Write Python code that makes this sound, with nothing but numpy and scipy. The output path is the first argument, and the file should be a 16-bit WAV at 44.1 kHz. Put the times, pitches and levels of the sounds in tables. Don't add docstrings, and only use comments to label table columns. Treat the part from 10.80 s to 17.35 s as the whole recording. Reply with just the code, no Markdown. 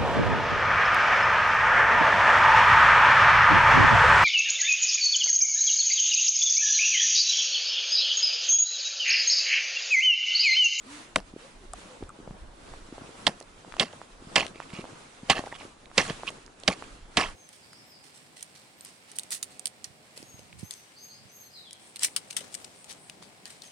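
import sys
import numpy as np
from scipy import signal
from scipy.fft import rfft, irfft, next_fast_len
from scipy.io import wavfile
from scipy.ndimage import uniform_filter1d, map_coordinates

SR = 44100
rng = np.random.default_rng(int(sys.argv[2]) if len(sys.argv) > 2 else 0)


def boost(x):
    u = np.asarray(x, float) / 20
    return 10 ** u


def store_pcm(level_fs):
    pcm = np.round(np.clip(level_fs, -1, 1) * 32767).astype(np.int16)
    wavfile.write(sys.argv[1], SR, np.atleast_2d(pcm).T)


N = 289005

# t/s, peak level/dB, knock level/dB, thud level/dB, contact time/s
BLOWS = [
    (0.358, -9.5, -7, -19.5, 0.0032),
    (2.4659, -5, -15, -20, 0.014),
    (2.996, -7.5, -18, -16, 0.063),
    (3.5572, -4.5, -12.5, -29, 0.015),
    (4.4978, -7, -4, -18.5, 0.023),
    (5.1776, -2.5, -13.5, -24, 0.014),
    (5.8766, -5, -11.5, -16, 0.011),
    (6.3694, -5.5, -12, -15.5, 0.018),
]
# f/Hz, level/dB per Hz
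GRIT = [(590, -23), (1000, -12), (1090, 0), (1460, -14), (2040, -7.5), (3210, -12), (3550, -12),
        (10600, -26.5), (11200, -21), (11500, -39), (15000, -83.5), (22000, -120)]
STROKE_FADE_S, STROKE_LEAD_S = 0.0075, 0.0031
PAN = np.array([[.5], [-.5]])


def unit(x):
    return x / np.sqrt(np.mean(x ** 2) + 1e-20)


def along(points, hz):
    f, v = np.transpose(points)
    return np.interp(np.log(hz + 1), np.log(f + 1), v)


def curves(rows):
    s, *cols = np.transpose(rows)
    return [np.interp(np.arange(N) / SR, s, c) for c in cols]


def wobble(rate):
    knots = rng.standard_normal(int(N * rate / SR) + 4)
    return map_coordinates(knots, [np.arange(N) * rate / SR])


def filtered(x, response):
    m = next_fast_len(N + 8192)
    return irfft(rfft(x, m) * response(np.fft.rfftfreq(m, 1 / SR)), m)[..., :N]


def band(hz, lo_hz, hi_hz):
    return 1 / np.sqrt((1 + (lo_hz / (hz + 1)) ** 6) * (1 + (hz / hi_hz) ** 6))


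def steady(x, span):
    return x / np.sqrt(np.abs(uniform_filter1d(x ** 2, int(span * SR))) + 1e-6)


def patchy(x, patchy_db, size, order):
    z = signal.stft(x, nperseg=size)[2]
    field = uniform_filter1d(rng.standard_normal(z.shape[-2:]), size=4, axis=0)
    field = uniform_filter1d(field, size=order, axis=1)
    return signal.istft(z * boost(patchy_db * unit(field)), nperseg=size)[1][..., :N]


def crumbly(spectrum, crumb_db):
    crumbs = patchy(rng.standard_normal(N), crumb_db, size=128, order=2)
    return unit(filtered(crumbs, lambda hz: boost(along(spectrum, hz))))


def pushes(rows, cycles, gain_db):
    out, t = np.zeros((2, N + SR)), np.arange(SR // 15) / SR
    for s, db, hz, *pan_db in rows:
        u = t * hz / cycles
        push = u * np.exp(-u) * np.sin(2 * np.pi * hz * t + rng.uniform(0, 2 * np.pi))
        out[:, round(s * SR):][:, :len(t)] += boost(db + gain_db + sum(pan_db) * PAN) * push
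    return out[:, :N]


def snaps(rows, base_t60):
    out, t = np.zeros((2, N + SR)), np.arange(SR // 30) / SR
    for s, db, hz, pan_db in rows:
        draw = rng.standard_normal((3, len(t)))
        t60 = base_t60 * (2500 / hz) ** 0.32
        noise = draw[0] + .5 * draw[1:]
        snap = noise * boost(-60 * t / t60) * np.clip(t / 0.0003, 0, 1)
        ring = signal.lfilter(*signal.iirpeak(hz, 2.5, SR), snap) + .04 * snap
        out[:, round(s * SR):][:, :len(t)] += boost(db + pan_db * PAN) * ring / np.abs(ring).max()
    return out[:, :N]


def rush(spectrum, patchy_db):
    # f/Hz, correlation
    likeness = [(60, 0.95), (130, 0.86), (270, 0.83), (580, 0.32), (1230, 0.036), (2600, 0.13),
                (5540, 0.27), (11800, 0.1)]
    pair = patchy(rng.standard_normal((2, N)), patchy_db, size=512, order=6)

    def mid_side(hz):
        angle = np.arccos(np.clip(along(likeness, hz), -1, 1)) / 2
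        return boost(along(spectrum, hz)) * [np.cos(angle), np.sin(angle)]

    mid, side = filtered(pair, mid_side)
    return unit(np.array([mid + side, mid - side]))


def wind():
    # t/s, level/dB
    gusts = [(0, -64), (.25, -69), (.38, -44.5), (.66, -66.5), (.88, -47.5), (1.11, -63), (1.45, -46.5),
             (1.9, -49), (2.06, -54), (2.22, -54), (2.9, -63), (3.6, -58), (4.2, -66), (4.63, -56),
             (5.1, -64.5), (5.31, -49), (5.67, -65.5), (6.35, -49.5)]
    # f/Hz, level/dB per Hz
    rumble = [(7.1, -34), (12, -2.5), (32, -0.5), (97, -16), (150, -41), (200, -30), (330, -120)]
    gust_db, = curves(gusts)
    return boost(gust_db + 0.5) * unit(boost(3.3 * wobble(13)) * rush(rumble, patchy_db=2.5))


def moving():
    # t/s, half length/s, sleeve hiss level/dB, cloth rustle level/dB
    moves = [(0.149, 0.097, -49.5, -56), (0.643, 0.078, -55, -61), (1.003, 0.071, -54, -59),
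             (1.115, 0.1, -57, -56), (1.448, 0.31, -89, -57.5), (1.915, 0.14, -56.5, -55),
             (2.218, 0.13, -56, -54), (2.448, 0.13, -52.5, -53.5), (3.07, 0.3, -58, -57.5),
             (3.59, 0.12, -51.5, -48.5), (4.004, 0.2, -54.5, -52), (4.253, 0.077, -54.5, -63),
             (4.573, 0.14, -50, -51.5), (4.82, 0.079, -54, -55.5), (5.242, 0.069, -40, -50),
             (5.342, 0.15, -51, -57), (5.503, 0.12, -56, -55.5), (5.998, 0.15, -53.5, -55.5),
             (6.437, 0.077, -49, -46.5)]
    linger = 1.17
    t = np.arange(0, N / SR + .01, .005)
    s, half, *levels = np.transpose(moves)[:, :, None]
    bell = np.exp(-((t - s) / (half * np.where(t > s, linger, 1))) ** 2)
    gains = []
    for db, rest_db in zip(levels, (-61, -60)):
        power = boost(2 * rest_db) + (boost(2 * db) * bell ** 2).sum(0)
        gains.append(np.interp(np.arange(N) / SR, t, np.sqrt(power)))
    return gains


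def clothes():
    # f/Hz, level/dB per Hz
    cloth = [(53, -38), (90, -6.5), (330, -5.5), (410, -7.5), (548, -7.5), (1090, -12), (1600, -17.5),
             (2080, -29), (3520, -120)]
    # f/Hz, level/dB per Hz
    sleeve = [(590, -9), (1000, -2), (1240, -0.5), (1770, -3.5), (2010, -3), (3520, -5.5), (5330, -9.5),
              (8420, -10.5), (10500, -15), (11300, -12.5), (14700, -63), (22000, -120)]
    hiss, rustle = moving()
    stir = unit(boost(1.8 * wobble(70)) * rush(cloth, patchy_db=1.5))
    sweep = unit(boost(1.0 * wobble(25)) * rush(sleeve, patchy_db=1.5))
    return boost(3.0) * rustle * stir + boost(2.36) * hiss * sweep


def around():
    # f/Hz, left-right level/dB
    lean = [(60, -1.5), (220, 1.5), (840, 0.9), (3140, -2.5), (11800, -5)]
    return filtered(wind() + clothes(), lambda hz: boost(along(lean, hz) * PAN))


def cord():
    # t/s, length/s, level/dB, f/Hz, glide as a share of pitch
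    swings = [
        (.05, 0.15, -48, 292, 0.11),
        (.6, 0.095, -54.5, 527, 0.17),
        (0.8, 0.07, -56.5, 378, -0.13),
        (1.085, 0.077, -52, 505, -0.06),
    ]
    waver, flutter_db, out = 1 + 0.0089 * wobble(60.0), 0.89 * wobble(39.6), np.zeros(N)
    for s, length, db, hz, glide in swings:
        u = np.linspace(-1, 1, int(length * SR))
        now = slice(round(s * SR), round(s * SR) + len(u))
        slow = np.abs(u) ** 3.8
        sag = 0.307 * slow * (length / 0.15) ** 2
        pitch = hz * (1 + glide * u) * (1 - sag) * waver[now]
        fade = np.clip((1 - np.abs(u)) * length / .026, 0, 1)
        loudness = boost(db + 2 - 11 * slow + flutter_db[now])
        out[now] += fade * loudness * np.sin(2 * np.pi * np.cumsum(pitch) / SR)
    return out


def bumps():
    # t/s, peak level/dB, f/Hz
    mount_bumps = [(0.537, -35, 249), (0.563, -31, 350), (1.056, -41.5, 254), (1.208, -37.5, 290),
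                   (1.225, -27, 334), (1.229, -36, 75), (1.389, -37.5, 328), (1.401, -36, 294),
                   (1.475, -34.5, 192), (1.507, -32.5, 166), (2.088, -42, 291), (2.125, -31.5, 280),
                   (2.218, -35.5, 230), (2.291, -38, 357), (3.423, -38.5, 304), (3.47, -38, 167),
                   (3.758, -36, 353), (3.934, -32.5, 180), (3.988, -30, 200), (3.993, -28.5, 332),
                   (4.132, -43, 226), (4.432, -33, 196), (4.592, -26, 260), (4.851, -35, 347),
                   (5.303, -26, 160), (5.522, -43, 283), (5.584, -40, 390)]
    return pushes(mount_bumps, cycles=0.37, gain_db=9.5)


def pops():
    # t/s, peak level/dB, f/Hz, left-right level/dB
    slush_pops = [(0.4025, -35, 900, -2), (0.935, -38, 1180, -14), (1.227, -34.5, 585, 3),
                  (1.476, -31.5, 550, 3.0), (1.509, -38, 719, 6), (1.938, -32, 770, -1),
                  (2.181, -32, 627, -1), (2.611, -34, 547, 0.0), (2.848, -37, 764, -3),
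                  (2.923, -34.5, 1350, 13), (2.94, -29.5, 1090, -8), (2.967, -30, 810, 5),
                  (3.135, -34.5, 563, 2), (3.216, -30, 905, -4), (3.659, -32.5, 506, 9),
                  (3.802, -23.5, 960, -4.5), (3.82, -36, 934, -2.0), (4.042, -31, 695, -1.0),
                  (4.053, -32.5, 850, -4), (4.639, -28, 630, -0.5), (4.672, -29.5, 664, 0),
                  (4.726, -30, 705, 1), (4.81, -36.5, 721, 0.0), (5.115, -39, 1100, -6),
                  (5.397, -38, 622, -1), (5.434, -25, 760, -1), (5.504, -36, 630, 3),
                  (5.679, -42.5, 1390, -12), (5.836, -38.5, 510, 0), (6.024, -27, 1010, -5), ]
    return pushes(slush_pops, cycles=0.28, gain_db=11.5)


def ticks():
    # t/s, peak level/dB, f/Hz, left-right level/dB
    taps = [(0.4014, -38, 5040, -9), (0.9345, -34, 5200, 3), (0.9345, -27, 13000, 0), (1.236, -41, 2510, 5),
            (2.6015, -35, 6260, -12), (2.6114, -40, 2110, -7), (2.6256, -39, 5130, -12),
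            (2.9231, -35, 2500, 3), (2.967, -35, 3210, -8), (3.1286, -39.5, 2600, -9),
            (3.7575, -38, 2520, 5), (5.0569, -37.5, 2890, -5), (5.0998, -47, 2166, 0),
            (5.5034, -33.5, 7990, -4.0), (5.6628, -39, 5300, -8), (5.8004, -39, 7500, -8),
            (5.8096, -48, 2790, -4.0), (5.8348, -33, 3200, -12), (6.0397, -37.5, 2150, -11)]
    return snaps(taps, base_t60=0.011)


def pings():
    # t/s, peak level/dB, f/Hz, left-right level/dB
    pieces = [(.3611, -17, 3750, -2), (.3612, -18, 2600, -2), (.3612, -23, 5000, -2), (.9345, -27, 8000, 1),
              (.9355, -35, 720, 0), (.9355, -36, 1160, -4), (1.2925, -38, 8100, 0), (1.2925, -37, 1300, 0),
              (1.302, -39, 1200, 0), (3.6655, -33, 6000, 6), (3.666, -36, 8200, 6), (4.665, -36, 800, 0),
              (4.679, -42, 1500, 0), (4.7245, -32, 1900, -4), (4.731, -36, 900, 0), (4.794, -42, 7800, -4),
              (5.1815, -21, 560, 0), (5.835, -36, 4300, -10), (5.882, -20, 1600, -3)]
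    return pushes(pieces, cycles=1.6, gain_db=9)


def chips():
    # t/s, peak level/dB, f/Hz, left-right level/dB
    fragments = [
        (2.4671, -13, 3200, -6),
        (2.467, -26, 7200, -6),
        (.3592, -15.5, 5800, 0),
        (.382, -36, 3500, 0),
        (3.6655, -25, 3000, 7),
        (3.68, -35, 2940, 5),
        (4.6603, -34.5, 1800, -5.0),
    ]
    return snaps(fragments, base_t60=0.012)


def ringing(spike_db):
    # f/Hz, width/Hz, level/dB
    tip_modes = [(716, 130, 0), (1113, 120, 6.5), (1760, 120, -2), (2050, 79, 2), (2690, 180, 3),
                 (3253, 210, -2), (4370, 470, -5.5), (6060, 3000, -14.5)]
    rubs = patchy(rng.standard_normal(N) * boost(spike_db * wobble(400)), 4.5, size=256, order=5)

    def response(f):
        total = 0
        for k, (c, w, db) in enumerate(tip_modes):
            mode = 1j * f * w / (c * c - f * f + 1j * f * w)
            total = total + (-1) ** k * boost(db) * mode
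        return total

    return unit(filtered(rubs, response))


def strokes(start, length, level_db, sag_db):
    out = np.zeros(N + SR)
    for s, span, db, sag in zip(start, length, level_db, sag_db):
        t = np.arange(int((span + STROKE_LEAD_S) * SR)) / SR - STROKE_LEAD_S
        fade = np.clip(np.minimum(t + STROKE_LEAD_S, span - t) / STROKE_FADE_S, 0, 1)
        gain = fade * boost(db - sag * np.clip(t / span, 0, 1))
        out[round((s - STROKE_LEAD_S) * SR):][:len(t)] += gain
    return out[:N]


def scrape():
    # t/s, length/s, level/dB, rasp f/Hz, sag/dB
    pulls = [
        (3.745, 0.053, -55, 2454, 2),
        (3.797, 0.049, -52, 2240, 1),
        (3.895, 0.019, -47, 2270, 8),
        (3.93, 0.093, -45.5, 2580, 4),
        (4.718, .014, -42, 1825, 0),
        (4.741, 0.029, -46.5, 3160, -2),
        (4.784, 0.0428, -53, 2510, -7),
        (5.47, 0.029, -34.5, 2857, 3.5),
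    ]
    s, length, db, pitch, sag_db = np.transpose(pulls)
    stroke = np.searchsorted(s - STROKE_LEAD_S, np.arange(N) / SR) - 1
    hz = pitch[np.clip(stroke, 0, None)]
    rough = unit(filtered(rng.standard_normal(N), lambda f: band(f, 0, 340)))
    rasp = rough * np.sin(2 * np.pi * np.cumsum(hz) / SR)
    rub = boost(2.4 * wobble(300)) * (rasp + 0.77 * crumbly(GRIT, 4.6))
    return strokes(s, length, db, sag_db) * steady(rub, span=0.017)


def grind():
    # t/s, length/s, grit level/dB, slush level/dB, sag/dB
    slips = [(0.38, 0.023, -42.5, -40.5, 11), (2.484, 0.015, -34, -22.5, 24), (2.489, .065, -49, -47, 14),
             (2.982, .014, -41, -46, -6), (3.006, 0.034, -25, -30.5, 4.5), (3.037, 0.054, -40.5, -50, 12),
             (3.571, 0.091, -19.5, -26.5, 23.5), (4.485, .015, -44, -45.5, -7),
             (4.513, 0.036, -17, -34.5, 24.5), (4.547, 0.051, -36, -39.5, -4), (4.595, 0.034, -38, -33, 28),
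             (5.171, 0.014, -39, -46, -22), (5.193, 0.047, -19.5, -26, 22),
             (5.242, 0.0636, -45.5, -49, -9.5), (5.299, 0.041, -32.5, -30.5, 30),
             (5.884, 0.057, -30, -38, 8.5), (5.926, 0.048, -40, -54, 21), (6.361, .011, -46, -46, -8),
             (6.383, 0.026, -24.5, -30, 2.5), (6.405, .14, -23, -32, 36.5)]
    # f/Hz, level/dB per Hz
    wet_snow = [(47, -44), (80, -10.5), (441, -6.5), (714, -4), (926, -11.5), (1080, -17), (1460, -20),
                (1800, -8.5), (2340, -28), (3960, -120)]
    s, length, grit_db, slush_db, sag_db = np.transpose(slips)
    grit = strokes(s, length, grit_db, sag_db)
    slush = strokes(s, length, slush_db, sag_db)
    clumps = wobble(260)
    crunch = steady(boost(1.6 * clumps) * (crumbly(GRIT, 3.5) + 2.8 * ringing(spike_db=3)), span=.025)
    squelch = steady(boost(2.2 * clumps) * crumbly(wet_snow, 4.6), span=0.0196)
    return grit * boost(-3) * crunch + slush * squelch


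def breaking():
    # t/s, peak level/dB, f/Hz
    fractures = [(0.3594, -12.5, 2330), (0.3596, -17, 7680), (0.3598, -13, 3780), (0.3602, -16, 1260),
                 (0.361, -27, 610), (0.363, -17.5, 1400), (2.4687, -9.0, 3740), (2.4697, -16.0, 1840),
                 (2.4702, -20.0, 760), (2.4708, -11, 3350), (2.4711, -24, 5670), (2.4742, -19.0, 3410),
                 (2.4748, -17.5, 900), (2.4786, -16, 4180), (2.9974, -8, 3330), (2.9989, -11.0, 3410),
                 (3.0006, -11, 3780), (3.0026, -22.0, 3410), (3.005, -18.0, 3410), (3.0074, -19.0, 3410),
                 (3.0099, -20, 2790), (3.5571, -17, 4630), (3.559, -12, 2280), (3.5621, -17, 1240),
                 (3.5622, -14, 5120), (3.5623, -9, 3090), (3.564, -13.0, 3100), (3.5644, -20.5, 740),
                 (3.5675, -14, 2550), (4.4979, -11, 3090), (4.4986, -15.5, 745), (4.5006, -17, 1860),
                 (4.5019, -15, 3780), (4.5032, -14.0, 2040), (4.5039, -11.0, 3380), (4.5073, -12, 3090),
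                 (4.5097, -18, 3090), (5.1784, -13.0, 5120), (5.1795, -16, 2060), (5.18, -20, 6940),
                 (5.1814, -15, 606), (5.1819, -9.0, 2280), (5.1821, -14.5, 4630), (5.184, -13, 2060),
                 (5.1876, -14, 2520), (5.8786, -15.5, 2790), (5.8787, -12, 4700), (5.8803, -24, 7680),
                 (5.8817, -18, 3100), (5.8826, -19, 1860), (5.8854, -20, 3070), (5.8854, -18.5, 674),
                 (6.3711, -17, 2770), (6.3724, -18, 5670), (6.3726, -15.5, 1125), (6.3728, -24, 670),
                 (6.3738, -14.5, 2280), (6.375, -26, 3780), (6.3806, -20, 3780), (6.3809, -17, 2060)]
    # t/s, peak level/dB, f/Hz
    crushed = [(3.0123, -23, 2790), (3.0188, -25.0, 2790), (3.0228, -23, 2790), (3.0264, -26, 673),
               (3.0304, -24.0, 4630), (3.0307, -26.0, 2060), (3.5765, -16.0, 2500), (3.5861, -26, 666),
               (3.5931, -27, 3090), (3.5993, -19, 2790), (3.608, -17.5, 2520), (3.6152, -26.0, 3090),
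               (3.6246, -32.0, 2790), (3.6277, -35, 1130), (3.6287, -31, 2280), (3.6447, -40, 2520),
               (4.5222, -19, 4180), (4.5261, -20, 2800), (4.5325, -29.0, 1240), (4.533, -33, 3090),
               (4.5475, -34, 610), (4.5595, -29, 3090), (4.5614, -30.0, 750), (4.5677, -30.0, 3090),
               (4.5804, -25.5, 1860), (4.5813, -30, 3090), (4.6054, -39, 545), (5.2004, -21, 2300),
               (5.2047, -16, 1880), (5.2149, -21.0, 5570), (5.2187, -25, 2520), (5.2514, -33.0, 1680),
               (5.2645, -32.0, 4180), (5.2789, -29, 6940), (5.296, -31.0, 452), (5.2976, -26.5, 1860),
               (5.3001, -31, 4180), (5.3088, -33.0, 2500), (5.4717, -31.0, 2790), (5.4771, -22.5, 2520),
               (5.4814, -22.5, 2790), (5.4877, -24.5, 3090), (5.492, -41, 2530), (5.8908, -26, 663),
               (5.9085, -29.0, 820), (5.915, -27, 2280), (5.928, -26.0, 2280), (6.3899, -21.0, 2280),
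               (6.3954, -20, 1110), (6.403, -23, 1240), (6.4117, -23.0, 4630), (6.4132, -21.0, 2790),
               (6.4174, -22, 2790), (6.4252, -23, 2280), (6.4374, -22, 2240), (6.4397, -25, 1120),
               (6.4465, -30.0, 1020), (6.4571, -29, 1860), (6.4625, -31, 1240), (6.4897, -38.0, 1230)]
    return (pushes(fractures, cycles=0.74, gain_db=10.5) + pushes(crushed, cycles=1.7, gain_db=7.5))[0]


def give():
    s, db, knock_db, *_ = np.transpose(BLOWS)
    rows = np.transpose([s + 0.0018, db + knock_db - 10, 0 * s + 260])
    return pushes(rows, cycles=0.36, gain_db=9.0)


def contact(noise, column_db, late, rise, t60, release):
    out, t = np.zeros(N + SR), np.arange(-SR // 100, SR // 8) / SR
    for (s, *_, length), db in zip(BLOWS, column_db):
        whisper = boost(-39 + 700 * min(length, .02) + 3000 * np.minimum(t, 0))
        swell = np.clip((t - late) / rise, 0, 1) ** 2 + whisper
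        fall_db = 60 * np.abs(t) / t60 + 60 * np.clip(t - length - late, 0, 1) / release
        start = round((s + t[0]) * SR)
        burst = swell * boost(-fall_db) * noise[start:][:len(t)]
        out[start:][:len(t)] = boost(db) * burst / np.abs(burst).max()
    return out[:N]


def blows():
    # f/Hz, level/dB per Hz
    crack = [(59, -49), (100, -17), (686, 11.5), (1430, -19), (1740, 1), (2210, -7.5), (3290, -10),
             (3780, -10.5), (8370, -12.5), (10800, -24.5), (11500, -23), (15000, -67), (22000, -120)]
    thud_spectrum = [(70, -20.0), (110, -14.5), (190, 6.5), (320, -8.5), (600, -4.5), (900, -28.5)]
    s, db, knock_db, thud_db, _ = np.transpose(BLOWS)
    shatter = crumbly(crack, 2.4) + 0.45 * ringing(spike_db=0.5)

    def strand(lo_hz, hi_hz):
        return steady(filtered(shatter, lambda hz: band(hz, lo_hz, hi_hz)), span=0.0074)

    splinters = contact(strand(3400, 13440), db + .5 * knock_db - 6.5, 0, 0.0011, 0.042, 0.012)
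    sheet = contact(strand(1800, 4820), db - 8, 0, 0.00176, 0.07, 0.012)
    pole = contact(strand(820, 1470), db + knock_db - 2.0, 0.00065, 0.0036, 0.086, 0.034)
    thud = contact(crumbly(thud_spectrum, 0.64), db + thud_db + 4.0, 0.0038, 0.00595, 0.13, 0.3)
    jolt = pushes(np.transpose([s + .006, db + thud_db, 0 * s + 65]), cycles=.45, gain_db=-5)[0]
    return splinters + sheet + pole + thud + jolt


def at_ports(x, scatter_db):
    # f/Hz, left-right level/dB
    shade = [(60, 3), (130, 0), (270, 0.5), (580, 3.5), (1230, -2.0), (2600, -6), (5540, -9), (11800, -3.5)]
    # f/Hz, left lead/rad
    lead = [(150, -0.058), (500, -0.24), (1400, -0.95), (2400, -0.54), (3800, -0.8), (9000, -0.98)]
    t = np.arange(SR // 100) / SR
    echoes = np.diff(rng.standard_normal((2, len(t))) * boost(-60 * t / 0.0068))
    echoes = echoes / np.linalg.norm(echoes[0])
    near = x + boost(scatter_db) * signal.oaconvolve(x[None], echoes, axes=1)[:, :N]
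    return filtered(near, lambda hz: boost(along(shade, hz) * PAN) * np.exp(1j * along(lead, hz) * PAN))


def scene():
    ahead_db = 5 * (np.arange(N) < SR) * PAN
    pole = at_ports(blows() + breaking() + grind() + scrape(), scatter_db=-10.5) * boost(ahead_db)
    small = chips() + ticks() + pops() + bumps() + pings()
    return around() + cord() + small + give() + pole


def top_cut(x):
    return signal.sosfilt(signal.butter(12, 12370, fs=SR, output="sos"), x)


def record(dry):
    rounded = dry / (1 + np.abs(dry / .95) ** 6) ** (1 / 6)

    def limit(hz):
        leak = boost(-26.5) / (1 + (hz / 12900) ** 40)
        return 1 / (1 + (hz / 10990) ** 90) + leak

    return top_cut(filtered(rounded, limit))


dry = scene()
out = record(dry)
store_pcm(out)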